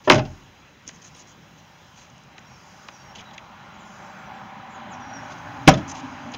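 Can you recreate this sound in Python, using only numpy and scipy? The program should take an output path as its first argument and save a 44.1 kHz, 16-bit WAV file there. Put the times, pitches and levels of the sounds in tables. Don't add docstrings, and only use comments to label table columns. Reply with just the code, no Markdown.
import sys
import numpy as np
from scipy import signal
from scipy.fft import rfft, irfft, next_fast_len
from scipy.io import wavfile
from scipy.ndimage import uniform_filter1d

SR = 44100
rng = np.random.default_rng(int(sys.argv[2]) if len(sys.argv) > 2 else 0)


def how_loud(loudness_db):
    steps = np.asarray(loudness_db, float) / 20
    return 10 ** steps


def wav_record(signal):
    frames = np.transpose(np.atleast_2d(signal))
    bounded = np.clip(frames, -1, 1)
    quanta = np.round(bounded * 32767).astype(np.int16)
    wavfile.write(sys.argv[1], SR, quanta)


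N = 280917
BINS = np.fft.rfftfreq(512, 1 / SR)
FRAMES = np.arange(N // 128 + 6) * 128 / SR

# pitch_hz, level_db (per Hz)
LOT_SPECTRUM = [(25, -29.5), (60, -7), (145, 1), (220, -4), (430, -13.5), (585, -10), (655, -15.5),
                (760, -9), (975, -9), (1170, -12.5), (2490, -14.5), (2860, -15), (4000, -16.5),
                (6000, -40.5)]
# pitch_hz, level_db (rms)
MACHINE_HUM = [(59.2, -72)]
# pitch_hz, level_db
HEDGE_SPECTRUM = [(3000, -31), (4300, 0), (5500, 1), (6500, 2.5), (7500, -4.5), (10000, -8.5), (13000, -28)]
# middle_s, length_s, level_db
HEDGE_GUSTS = [
    (.25, 0.58, -59),
    (1.11, 0.42, -59),
    (1.88, 0.89, -65),
    (2.78, 0.91, -58),
    (4.0, 0.63, -60.5),
    (5.25, 0.42, -59),
    (5.9, 2, -58.5),
]
# centre_hz, width_hz, depth_db
PORT_DIPS = [(3682, 95, 28), (4378, 180, 28), (8045, 210, 27), (11720, 330, 20)]
# pitch_hz, level_db
PORT_ROLL_OFF = [(6800, 0), (7300, -8), (7800, -15), (9200, -12.5), (11000, -25.5), (16000, -35)]
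# pitch_hz, delay_ms
BASS_LAG = [(300, 3.99), (1000, 3.3), (2000, 2.83), (3500, 0.29), (6000, 0.051)]
# pitch_hz, level_db
HISS_SPECTRUM = [(7000, -2.5), (9000, -18), (11000, -15), (13000, -8), (15700, -2)]
# middle_s, length_s, level_db, extra_band_db
HISS_SWELLS = [(.2, .9, 3.5, 6), (1.55, 1.4, 3, -1), (2.95, 1.3, 3, 5), (4.15, .8, 3, 0),
               (5.55, 1.1, 3.5, 8)]
# start_s, length_s, level_db, low_share_db
RUBS = [(0.035, 0.057, -57, 9), (0.861, 0.065, -52, 0.5), (0.919, 0.059, -54, -9), (1.015, 0.02, -53, -3),
        (1.035, .062, -47, -5), (1.142, .04, -53, 1), (1.172, .065, -48.5, -3), (1.266, 0.072, -53.5, -5),
        (1.568, 0.048, -59, -10), (1.95, 0.13, -54, -0.5), (3.149, 0.03, -51.5, 8.5),
        (3.174, 0.05, -54, 7.5), (3.331, 0.024, -56, 4), (5.295, .05, -55, 8), (5.37, .03, -59, 6),
        (5.875, .016, -46, -8), (5.886, 0.048, -38.5, -8.5), (5.934, 0.09, -49, 3.5), (6.03, 0.13, -62, -3),
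        (6.315, 0.025, -55, -7), (6.335, .022, -49.5, 16.5), (6.357, .012, -51, -9)]
# pitch_hz, level_db
CLOTH_BRIGHT = [(2500, -20.5), (4700, -3), (6400, 17.5), (9000, -2), (14000, -39)]
# pitch_hz, level_db
CLOTH_DULL = [(500, -6), (1500, -16), (2500, -5.5), (3300, -7.5), (4500, -6.5), (7000, -30)]
# start_s, pitch_hz, peak_db, t60_s
FIRST_SLAM_KNOCKS = [(.0695, 393, -13.5, 0.062), (.072, 612, -12.5, 0.064), (.071, 980, -21, .05),
                     (.073, 1760, -24, .035), (.074, 1360, -30, .04), (.078, 250, -21, .08),
                     (.098, 971, -10, .035), (.098, 1243, -13, .035), (.111, 261, -13.5, .08),
                     (.134, 318.5, -14, .05), (.142, 125, -12, 0.096), (.178, 124.5, -14.5, .13),
                     (.188, 835, -20.5, .035), (.225, 385, -33, .05), (.222, 600, -35, .04),
                     (.222, 800, -35, .07), (.2, 760, -29, .05), (.247, 750, -39, .06),
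                     (.27, 880, -44, .06), (.272, 600, -44, .06), (.295, 600, -45, .06),
                     (.3, 860, -48, .05), (.155, 1500, -29, .06), (.192, 1290, -36, .06),
                     (.272, 1500, -49, .05), (.137, 340, -13.5, .05), (.157, 400, -21.5, .06),
                     (.174, 380, -24.5, .05), (.216, 90, -26, .1), (.275, 85, -30, .14),
                     (.078, 165, -28, .04), (.101, 150, -19, .04), (.222, 1450, -45, .06),
                     (.252, 2700, -43, .02), (.253, 5500, -50, .015), (.096, 369, -6, 0.046),
                     (.123, 605, -15, .045), (.152, 600, -17, 0.065), (.178, 618, -18.5, 0.083),
                     (.225, 141, -21.5, .07), (.27, 130, -32, .06), (.303, 140, -38, .08),
                     (.118, 2510, -12.5, .02), (.111, 5640, -17.5, .012), (.144, 6000, -23, .008)]
# start_s, pitch_hz, peak_db, t60_s
SECOND_SLAM_KNOCKS = [(5.679, 155, -4, .045), (5.682, 762, 2, .034), (5.683, 620, -8, .045),
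                      (5.692, 400, -15, .025), (5.732, 90, -23, .1), (5.762, 80, -29, .05),
                      (5.8, 85, -36, .15), (5.722, 1050, -25, .025), (5.772, 645, -27, .06),
                      (5.772, 800, -36, .05), (5.802, 620, -37, .05), (5.802, 800, -40, .03),
                      (5.812, 1350, -38, .03), (5.812, 1050, -40, .04), (5.7305, 14300, -30, .03),
                      (5.729, 9900, -42, .018), (5.774, 8700, -52, .02), (5.693, 262, -13, 0.047),
                      (5.714, 178, -11, .055), (5.730, 625, -17, 0.047), (5.741, 140, -11, 0.055),
                      (5.748, 278, -20, 0.054), (5.765, 200, -18, 0.068), (5.76, 630, -27, .045),
                      (5.81, 128, -24, 0.064), (5.795, 300, -27, 0.074), (5.676, 1080, -7, .025),
                      (5.674, 1500, -10, .02), (5.703, 1300, -22, .04), (5.753, 1280, -36, .03),
                      (5.682, 990, -5, .028), (5.677, 4000, -15, .02), (5.695, 1240, -18, .04),
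                      (5.71, 620, -20, .03), (5.722, 1300, -27, .04), (5.7375, 3530, -26, .025),
                      (5.7385, 3720, -29, .02), (5.7375, 6500, -34, .02), (5.740, 6250, -38, 0.018),
                      (5.691, 5600, -13.5, 0.013)]
# start_s, blow_db, brightness_hz, contact_ms
FIRST_CONTACTS = [(.0708, -5.5, 620, 7.6), (.0765, -16, 2400, 7.7), (.0955, -17, 6500, 2.5),
                  (.0983, 8, 3000, 2.56), (.103, -3, 2200, 2.7), (.110, -11, 6040, 4.5),
                  (.118, -6, 4500, 5.6), (.131, -17, 6500, 4.9), (.144, -15, 6500, 3.5),
                  (.153, -21.5, 5040, 12), (.179, -19.5, 3480, 8.7), (.191, -23.5, 3970, 6.7),
                  (.251, -39, 5000, 12)]
# start_s, blow_db, brightness_hz, contact_ms
SECOND_CONTACTS = [
    (5.669, -25, 3000, 9.7),
    (5.6756, 4, 3030, 4.9),
    (5.681, -2, 1600, 4.8),
    (5.684, 1, 5500, 3.2),
    (5.691, -3, 5070, 4.5),
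    (5.710, -18.5, 3200, 11),
    (5.738, -23.5, 4500, 12),
    (5.773, -33.5, 5460, 17),
]
# pitch_hz, peak_db, t60_s, late_ms (after the main blow)
FIRST_PANEL_MODES = [(34.8, -22, 0.53, 5), (88.9, -26, 0.54, 13), (105.6, -27, 0.46, 12),
                     (124, -20.5, 0.41, 10.3), (150.5, -15, 0.27, 8.3), (222.3, -13.5, 0.29, 3.2),
                     (288.6, -16.5, .19, 3.3), (355.7, -16.5, 0.18, .1), (392.4, -17, 0.17, .1),
                     (618, -16.5, 0.3, .1), (640, -19.5, 0.24, .1), (800, -29, 0.42, .1),
                     (1023, -20, 0.14, .1), (1460, -23.5, 0.17, .1)]
# pitch_hz, peak_db, t60_s, late_ms
SECOND_PANEL_MODES = [(48, -18.5, .22, 5.5), (76, -11, 0.13, 6), (135.8, -28, 0.3, 4.4),
                      (175, -22, 0.33, 2.3), (250, -3, .065, .1), (295.5, 3.5, 0.067, .1),
                      (393, -24, 0.11, .1), (584, -29, 0.15, 2.7), (634.5, -18, .16, 2.95),
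                      (760, -32, 0.2, 12), (980, -15, 0.15, .1), (1255, -15, 0.15, 3.14)]
# pitch_hz, level_db
FIRST_SHEET_RING = [(60, -46.5), (200, -16), (330, -11), (480, -30), (620, -3), (1000, -9.5), (2700, -14.5),
                    (4400, -20), (7000, -14), (9000, -50)]
# pitch_hz, level_db
SECOND_SHEET_RING = [(60, -42.5), (160, -11.5), (300, -8), (370, -22), (480, -24), (640, -4), (730, -22),
                     (880, -18), (1500, -16.5), (7000, -18), (9000, -54)]
# pitch_hz, t60_s
SHEET_DECAY = [(60, 0.69), (300, 0.43), (1000, 0.13), (3000, 0.16), (7000, 0.15)]
# pitch_hz, level_db (per Hz)
TYRE_SPECTRUM = [(30, -42), (70, -19), (125, -11), (190, -16), (350, -10.5), (485, -17.5), (609, -3.5),
                 (700, -11), (780, 0), (900, -3), (1040, -3), (1400, -7), (2510, -16), (4440, -25),
                 (7000, -58), (9000, -52)]
# time_s, roar_db, engine_db, engine_hz
APPROACH = [
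    (1.5, -57.5, -3, 152),
    (2.2, -53.5, -10, 162),
    (2.8, -49.5, -9.5, 178),
    (3.4, -45, -3.5, 206),
    (4.2, -42, -4, 202),
    (4.9, -38.5, -1, 237),
    (5.3, -38, -4, 274),
    (5.8, -36.5, 3.5, 275),
    (6.37, -38.5, 3.5, 250),
]
# middle_s, length_s, pitch_hz, width_hz, level_db
TREAD_BANDS = [(4.6, 1.5, 775, 24, 3), (3.9, 1.1, 1410, 25, -6), (4.7, .8, 1000, 40, -6),
               (5.0, .5, 325, 12, -8), (5.3, .6, 1500, 60, -8)]
# start_s, peak_db, centre_hz, width_octaves
FASTENER_TICKS = [(.878, -21, 6300, 0.2), (.878, -32, 2800, 1.0), (.8775, -31, 9500, .3),
                  (1.164, -39, 8900, .12), (1.168, -41, 9100, .15), (1.186, -44, 9400, .2),
                  (1.197, -44, 9000, .2), (5.889, -30, 6400, .15), (5.951, -36, 6300, .2),
                  (6.348, -27, 3300, .3), (0.8884, -26, 6200, 0.2), (.891, -17, 1460, 2.35),
                  (1.022, -45, 6000, .5), (1.2744, -39, 7000, .6), (2.101, -41.5, 6300, 0.26),
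                  (2.181, -38, 6900, 0.49), (2.237, -37, 7000, 0.63), (2.381, -23, 2000, 1.5),
                  (2.3805, -43, 4900, .2), (2.391, -41, 6500, 0.2), (2.8854, -17.5, 1250, 1.7),
                  (3.157, -37, 2980, 0.19), (3.19, -38, 3000, .25), (3.198, -39, 2400, 0.091),
                  (3.224, -37, 1200, .8), (3.311, -35, 3520, 0.68), (3.38, -21.5, 2660, 0.7),
                  (3.3795, -37, 6300, .2), (6.112, -35, 800, 0.45), (6.3195, -36, 6540, 0.19),
                  (3.152, -37, 2950, .3), (3.1575, -40, 6000, .2), (3.182, -38, 3200, .2),
                  (3.186, -38, 3250, .2), (3.194, -34, 2900, .3), (3.206, -39, 3200, .2),
                  (3.213, -43, 2400, .15), (3.217, -41, 3100, .2), (4.372, -38, 3200, .6),
                  (2.516, -38, 600, 1.2)]
# start_s, length_s, from_hz, to_hz, level_db
BIRD_SLIDES = [(2.795, .03, 7050, 6950, -63), (4.69, .024, 7700, 6400, -57),
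               (4.705, .06, 7450, 6300, -54.5), (4.898, .05, 7400, 5150, -47),
               (2.966, .014, 5600, 5250, -53), (5.055, .015, 5650, 5300, -56),
               (5.192, .012, 5550, 5100, -52)]
# late_s, level_db
SLIDE_ECHOES = [
    (.008, -6),
    (.019, -15),
]
# start_s, length_s, from_hz, to_hz, level_db
BIRD_SWOOPS = [(2.917, 0.056, 6250, 5560, -54), (5.0, 0.05, 6300, 5600, -55),
               (2.826, .022, 6900, 6300, -57)]
# start_s, length_s, from_hz, to_hz, level_db
BIRD_HELD = [(2.447, 0.044, 5250, 5560, -60), (2.494, .08, 5540, 5230, -60), (3.04, .055, 5600, 5400, -60),
             (2.965, 0.08, 4500, 4480, -61)]
# start_s, length_s, from_hz, to_hz, level_db
BIRD_LEVEL = [(2.995, .035, 5560, 5680, -59), (3.085, .05, 5450, 5700, -59), (3.248, .055, 3900, 3900, -55),
              (5.057, .06, 5690, 5720, -58), (5.125, .074, 5800, 5500, -48), (5.208, .05, 5650, 5650, -61)]
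# start_s, length_s, from_hz, to_hz, level_db
FAR_TWITTER = [(2.665, .03, 7200, 7050, -60), (3.65, .05, 7800, 8000, -63),
               (3.735, .025, 6900, 6600, -62.5), (3.785, .03, 7600, 7150, -58), (3.8, .04, 7050, 7000, -59),
               (3.845, .06, 7050, 7000, -58), (3.91, .07, 7050, 6850, -62), (3.855, .11, 6300, 6350, -66),
               (3.92, .08, 5930, 6070, -65), (3.85, .05, 5550, 5350, -66), (4.02, .07, 5500, 5460, -66),
               (3.85, .08, 10800, 11150, -62), (3.93, .14, 12500, 13000, -62),
               (4.13, .03, 11400, 10600, -64), (4.21, .04, 10500, 11400, -62), (4.02, .06, 7350, 7300, -62),
               (4.095, .05, 7450, 7300, -60), (4.26, .18, 7600, 7600, -73), (4.14, .1, 6300, 6000, -70),
               (4.34, .11, 5500, 5500, -68), (4.05, .04, 11300, 11400, -63), (1.45, .08, 9200, 9000, -78),
               (1.7, .09, 9000, 9300, -76), (1.71, .03, 9700, 9500, -76), (1.88, .07, 9200, 8900, -78),
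               (1.96, .09, 9300, 10000, -76), (1.85, .03, 7600, 7200, -68), (4.02, .06, 12600, 13100, -60),
               (3.86, .04, 10600, 10800, -66), (3.95, .03, 11000, 10900, -64), (4.18, .07, 7500, 7450, -64),
               (4.33, .1, 7500, 7550, -65), (4.25, .04, 5950, 5900, -65), (3.98, .05, 7700, 7200, -65),
               (3.84, .03, 10950, 10900, -61), (3.895, .04, 11150, 11050, -57),
               (4.045, .03, 12900, 13000, -54)]


def evened(x):
    return x / np.sqrt(np.mean(x ** 2) + 1e-30)


def read(points, hz):
    f, value = np.transpose(points)
    return np.interp(np.log(hz + 1), np.log(f + 1), value)


def add(mix, start_s, sound):
    part = mix[round(start_s * SR):][:len(sound)]
    part += sound[:len(part)]


def hill(t, middle_s, length_s):
    return np.cos(np.pi * np.clip((t - middle_s) / length_s, -.5, .5))


def coloured(x, gain):
    size = next_fast_len(len(x) + 2048)
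    return irfft(rfft(x, size) * gain(np.fft.rfftfreq(size, 1 / SR)), size)[:len(x)]


def noise(field_db, patchy_db=0):
    a, b, patches = rng.standard_normal((3, len(field_db), len(BINS)))
    patches = uniform_filter1d(patches, size=25, axis=0)
    patches = evened(uniform_filter1d(patches, size=5, axis=1))
    z = (a + 1j * b) * how_loud(field_db + patchy_db * patches)
    return signal.istft(z.T, nperseg=512, noverlap=384)[1]


def slow_drift(top_hz):
    rates_hz = np.geomspace(.4, top_hz, num=24)
    return evened(sum(np.sin(2 * np.pi * (f * FRAMES + rng.random())) / np.sqrt(f) for f in rates_hz))


def lot():
    wash = noise(0.283 * slow_drift(5.4)[:, None], patchy_db=1.75)[:N]
    wash = coloured(wash, lambda hz: how_loud(read(LOT_SPECTRUM, hz)))
    t = np.arange(N) / SR
    hum = sum(np.sqrt(2) * how_loud(db) * np.sin(2 * np.pi * hz * t) for hz, db in MACHINE_HUM)
    return how_loud(-51) * evened(wash) + hum


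def hedge():
    t, calm_db = np.arange(N) / SR, -64
    power = how_loud(calm_db) ** 2
    for middle_s, length_s, db in HEDGE_GUSTS:
        power = power + (how_loud(db) * hill(t, middle_s, length_s)) ** 2
    wash = noise(np.zeros((len(FRAMES), 1)), patchy_db=1.5)[:N]
    wash = coloured(wash, lambda hz: how_loud(read(HEDGE_SPECTRUM, hz)))
    return evened(wash) * np.sqrt(power)


def port_dips(hz):
    return np.prod([1 - (1 - how_loud(-depth_db)) / (1 + 1j * (hz - f) / width_hz)
                    for f, width_hz, depth_db in PORT_DIPS], axis=0)


def hiss():
    t, white = np.arange(N) / SR, rng.standard_normal(N)
    bump_hz, top_hz, hiss_db = 10800, 15780, -72.5

    def shape(hz):
        return how_loud(read(HISS_SPECTRUM, hz)) * port_dips(hz) * (hz < top_hz)

    bump = coloured(white, lambda hz: shape(hz) * np.exp(-((hz / bump_hz - 1) / .09) ** 2))
    plain = coloured(white, shape)
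    hills = [hill(t, middle_s, length_s) for middle_s, length_s, _, _ in HISS_SWELLS]
    all_db, bump_db = np.transpose(HISS_SWELLS)[2:] @ hills
    return how_loud(hiss_db + all_db) * (plain + (how_loud(bump_db) - 1) * bump) / np.std(plain)


def jacket():
    grain = how_loud(2.195 * np.minimum(rng.exponential(1, N), 5)) * rng.standard_normal(N)
    clumps = how_loud(2.1 * evened(uniform_filter1d(rng.standard_normal(N), size=250)))
    bright = evened(coloured(grain, lambda hz: how_loud(read(CLOTH_BRIGHT, hz)))) * clumps
    dull = evened(coloured(grain, lambda hz: how_loud(read(CLOTH_DULL, hz)))) * clumps
    rise, fall, sag_db = 0.22, 0.27, -3.5
    t, out = np.arange(N) / SR, np.zeros(N)
    for start_s, length_s, db, low_db in RUBS:
        at = slice(round(start_s * SR), round((start_s + length_s) * SR))
        u = (t[at] - start_s) / length_s
        hand = np.clip(np.minimum(u / rise, (1 - u) / fall), 0, 1) * how_loud(db + sag_db * u)
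        out[at] += hand * (bright[at] + how_loud(low_db) * dull[at])
    return out


def knocks(rows):
    rise_cycles, choke = 1.4, 1.64
    out, t = np.zeros(N), np.arange(SR // 3) / SR
    for start_s, hz, db, t60_s in rows:
        level = how_loud(db - 60 * (t / t60_s) ** choke)
        build = 1 - np.exp(-t * hz / rise_cycles)
        add(out, start_s, level * build * np.sin(2 * np.pi * hz * t))
    return out


def contact_force(contacts):
    force, t = np.zeros(N), np.arange(3000) / SR
    for start_s, db, hz, ms in contacts:
        chatter = rng.standard_normal(len(t)) * np.exp(-1000 * t / ms) * (1 - np.exp(-t * hz / 1.12))
        chatter = signal.sosfilt(signal.butter(N=3, Wn=min(hz, 15000), fs=SR, output="sos"), chatter)
        add(force, start_s, how_loud(db) * chatter * np.sqrt(4000 / hz))
    return force


def door(contacts, modes, sheet, blow_s, sheet_db, direct_db, boom_rise_s, ring):
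    force = contact_force(contacts)
    decay_db = 60 * FRAMES[:350, None] / (ring * read(SHEET_DECAY, BINS))
    metal = noise(read(sheet, BINS) - decay_db)[:SR]
    sheet_ring = signal.oaconvolve(force, metal / np.linalg.norm(metal))[:N]
    latch = signal.sosfilt(signal.butter(2, 320, "high", fs=SR, output="sos"), force)
    out = how_loud(sheet_db) * sheet_ring + how_loud(direct_db) * latch
    t = np.arange(SR) / SR
    wobble = evened(uniform_filter1d(rng.standard_normal((len(modes), SR)), size=900, axis=1))
    for (hz, db, t60_s, late_ms), shake in zip(modes, wobble):
        build = 1 - np.exp(-t / (boom_rise_s * 100 / hz + 0.0013))
        level = how_loud(db - 60 * t / t60_s + 1.97 * shake)
        add(out, blow_s + late_ms / 1000, level * np.sin(2 * np.pi * hz * t) * build)
    return out


def top_fizz(start_s, db, t60_s, low_hz):
    out, t = np.zeros(N), np.arange(SR // 4) / SR
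    high_pass = signal.butter(N=4, Wn=low_hz, btype="high", fs=SR, output="sos")
    fizz = signal.sosfilt(high_pass, rng.standard_normal(len(t)))
    add(out, start_s, how_loud(db - 60 * t / t60_s) * evened(fizz))
    return out


def vehicle():
    time_s, roar_db, engine_db, engine_hz = np.transpose(APPROACH)
    dip_hz = 385 + 3 * (roar_db + 57)
    steady = noise(.6 * slow_drift(8)[:, None], patchy_db=1.4)[:N]
    hz, t, z = signal.stft(steady, SR, nperseg=2048)
    hz = hz[:, None]
    phase = 2j * np.pi * 0.58 * (hz / np.interp(t, time_s, dip_hz) - 1)
    echo = abs(1 - 0.15 * np.exp(-hz / 2500 + phase))
    engine_shape = np.exp(-((hz - np.interp(t, time_s, engine_hz)) / 28) ** 2)
    engine = how_loud(np.interp(t, time_s, engine_db) + 5) * engine_shape
    rumble_db = 3.3 * (np.interp(t, time_s, roar_db) + 38) - 2
    rumble = how_loud(rumble_db) * np.exp(-(np.log2((hz + 1) / 120) / 0.7) ** 2)
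    tread = sum(how_loud(db) * hill(t, middle_s, length_s) * np.exp(-((hz - f) / width_hz) ** 2)
                for middle_s, length_s, f, width_hz, db in TREAD_BANDS)
    z = z * (echo * how_loud(read(TYRE_SPECTRUM, hz)) + engine + rumble + tread)
    passing = evened(signal.istft(z, SR, nperseg=2048)[1][:N])
    t = np.arange(N) / SR
    fade_in = np.clip(t - .7, 0, 1)
    return passing * how_loud(np.interp(t, time_s, roar_db) - 0.86) * fade_in


def ticks():
    out, t, lead_s = np.zeros(N), np.arange(900) / SR, .002
    for start_s, db, hz, octaves in FASTENER_TICKS:
        snap = how_loud(-19 - 1800 * t) * rng.standard_normal(len(t)) * (t > lead_s)
        snap[round(lead_s * SR)] = 1
        snap = coloured(snap, lambda f: np.exp(-(np.log2((f + 1) / hz) / octaves) ** 2))
        add(out, start_s - lead_s, how_loud(db) * snap / abs(snap).max())
    return out


def whistles(rows, bend=1, swell_db=0, arch_hz=0):
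    out = np.zeros(N)
    for start_s, length_s, from_hz, to_hz, db in rows:
        drift = evened(uniform_filter1d(rng.standard_normal((2, 9000)), size=260, axis=1))
        waver, flutter = drift[:, :round(length_s * SR)]
        u = np.linspace(0, 1, len(waver))
        hz = from_hz + (to_hz - from_hz) * u ** bend + arch_hz * np.sin(np.pi * u)
        tone = np.sin(2 * np.pi * np.cumsum(hz + 24 * waver) / SR)
        level = how_loud(db - swell_db * (1 - u) + 2.5 * flutter)
        add(out, start_s, how_loud(2.0) * level * tone * signal.windows.tukey(len(u), .3))
    return out


def birds():
    slides = whistles(BIRD_SLIDES, bend=1.8, swell_db=10)
    out = slides + sum(how_loud(db) * np.roll(slides, round(late_s * SR)) for late_s, db in SLIDE_ECHOES)
    out = out + whistles(BIRD_SWOOPS, bend=0.4, swell_db=4)
    out = out + whistles(BIRD_HELD, arch_hz=190) + whistles(FAR_TWITTER) + whistles(BIRD_LEVEL)
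    t = np.arange(8000) / SR
    echoes = rng.standard_normal(len(t)) * how_loud(-60 * t / .4)
    return out + how_loud(-7) * signal.oaconvolve(out, echoes / np.linalg.norm(echoes))[:N]


def air_push(start_s, db, ms):
    out, u = np.zeros(N), np.arange(4000) / SR * 1000 / ms
    add(out, start_s, -how_loud(db) * np.sin(2 * np.pi * u) * u * np.exp(1 - u))
    return out


def scene():
    first_door = door(FIRST_CONTACTS, FIRST_PANEL_MODES, FIRST_SHEET_RING, blow_s=.0975,
                      sheet_db=-6.5, direct_db=4.5, boom_rise_s=0.031, ring=1.0)
    second_door = door(SECOND_CONTACTS, SECOND_PANEL_MODES, SECOND_SHEET_RING, blow_s=5.6725,
                       sheet_db=-9.0, direct_db=4.0, boom_rise_s=0.0046, ring=0.76)
    second_door += air_push(5.670, db=-3.0, ms=6.54)
    slam_knocks = knocks(FIRST_SLAM_KNOCKS) + knocks(SECOND_SLAM_KNOCKS)
    mix = first_door + second_door + slam_knocks
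    mix += lot() + hedge() + vehicle() + jacket() + ticks() + birds()
    mix += top_fizz(.099, db=-27, t60_s=.25, low_hz=11000)
    mix += top_fizz(5.676, db=-13, t60_s=.035, low_hz=5000)
    return mix[None]


def low_pass(x):
    return signal.sosfilt(signal.butter(12, 15770, fs=SR, output="sos"), x)


def record(dry):
    def ports(hz):
        late_cycles = np.cumsum(read(BASS_LAG, hz)) * hz[1] / 1000
        return how_loud(read(PORT_ROLL_OFF, hz)) * port_dips(hz) * np.exp(-2j * np.pi * late_cycles)

    heard = coloured(dry[0], ports) + hiss()
    mix = np.clip(heard, -1, 1)[None]
    return low_pass(mix)


dry = scene()
out = record(dry)
wav_record(out)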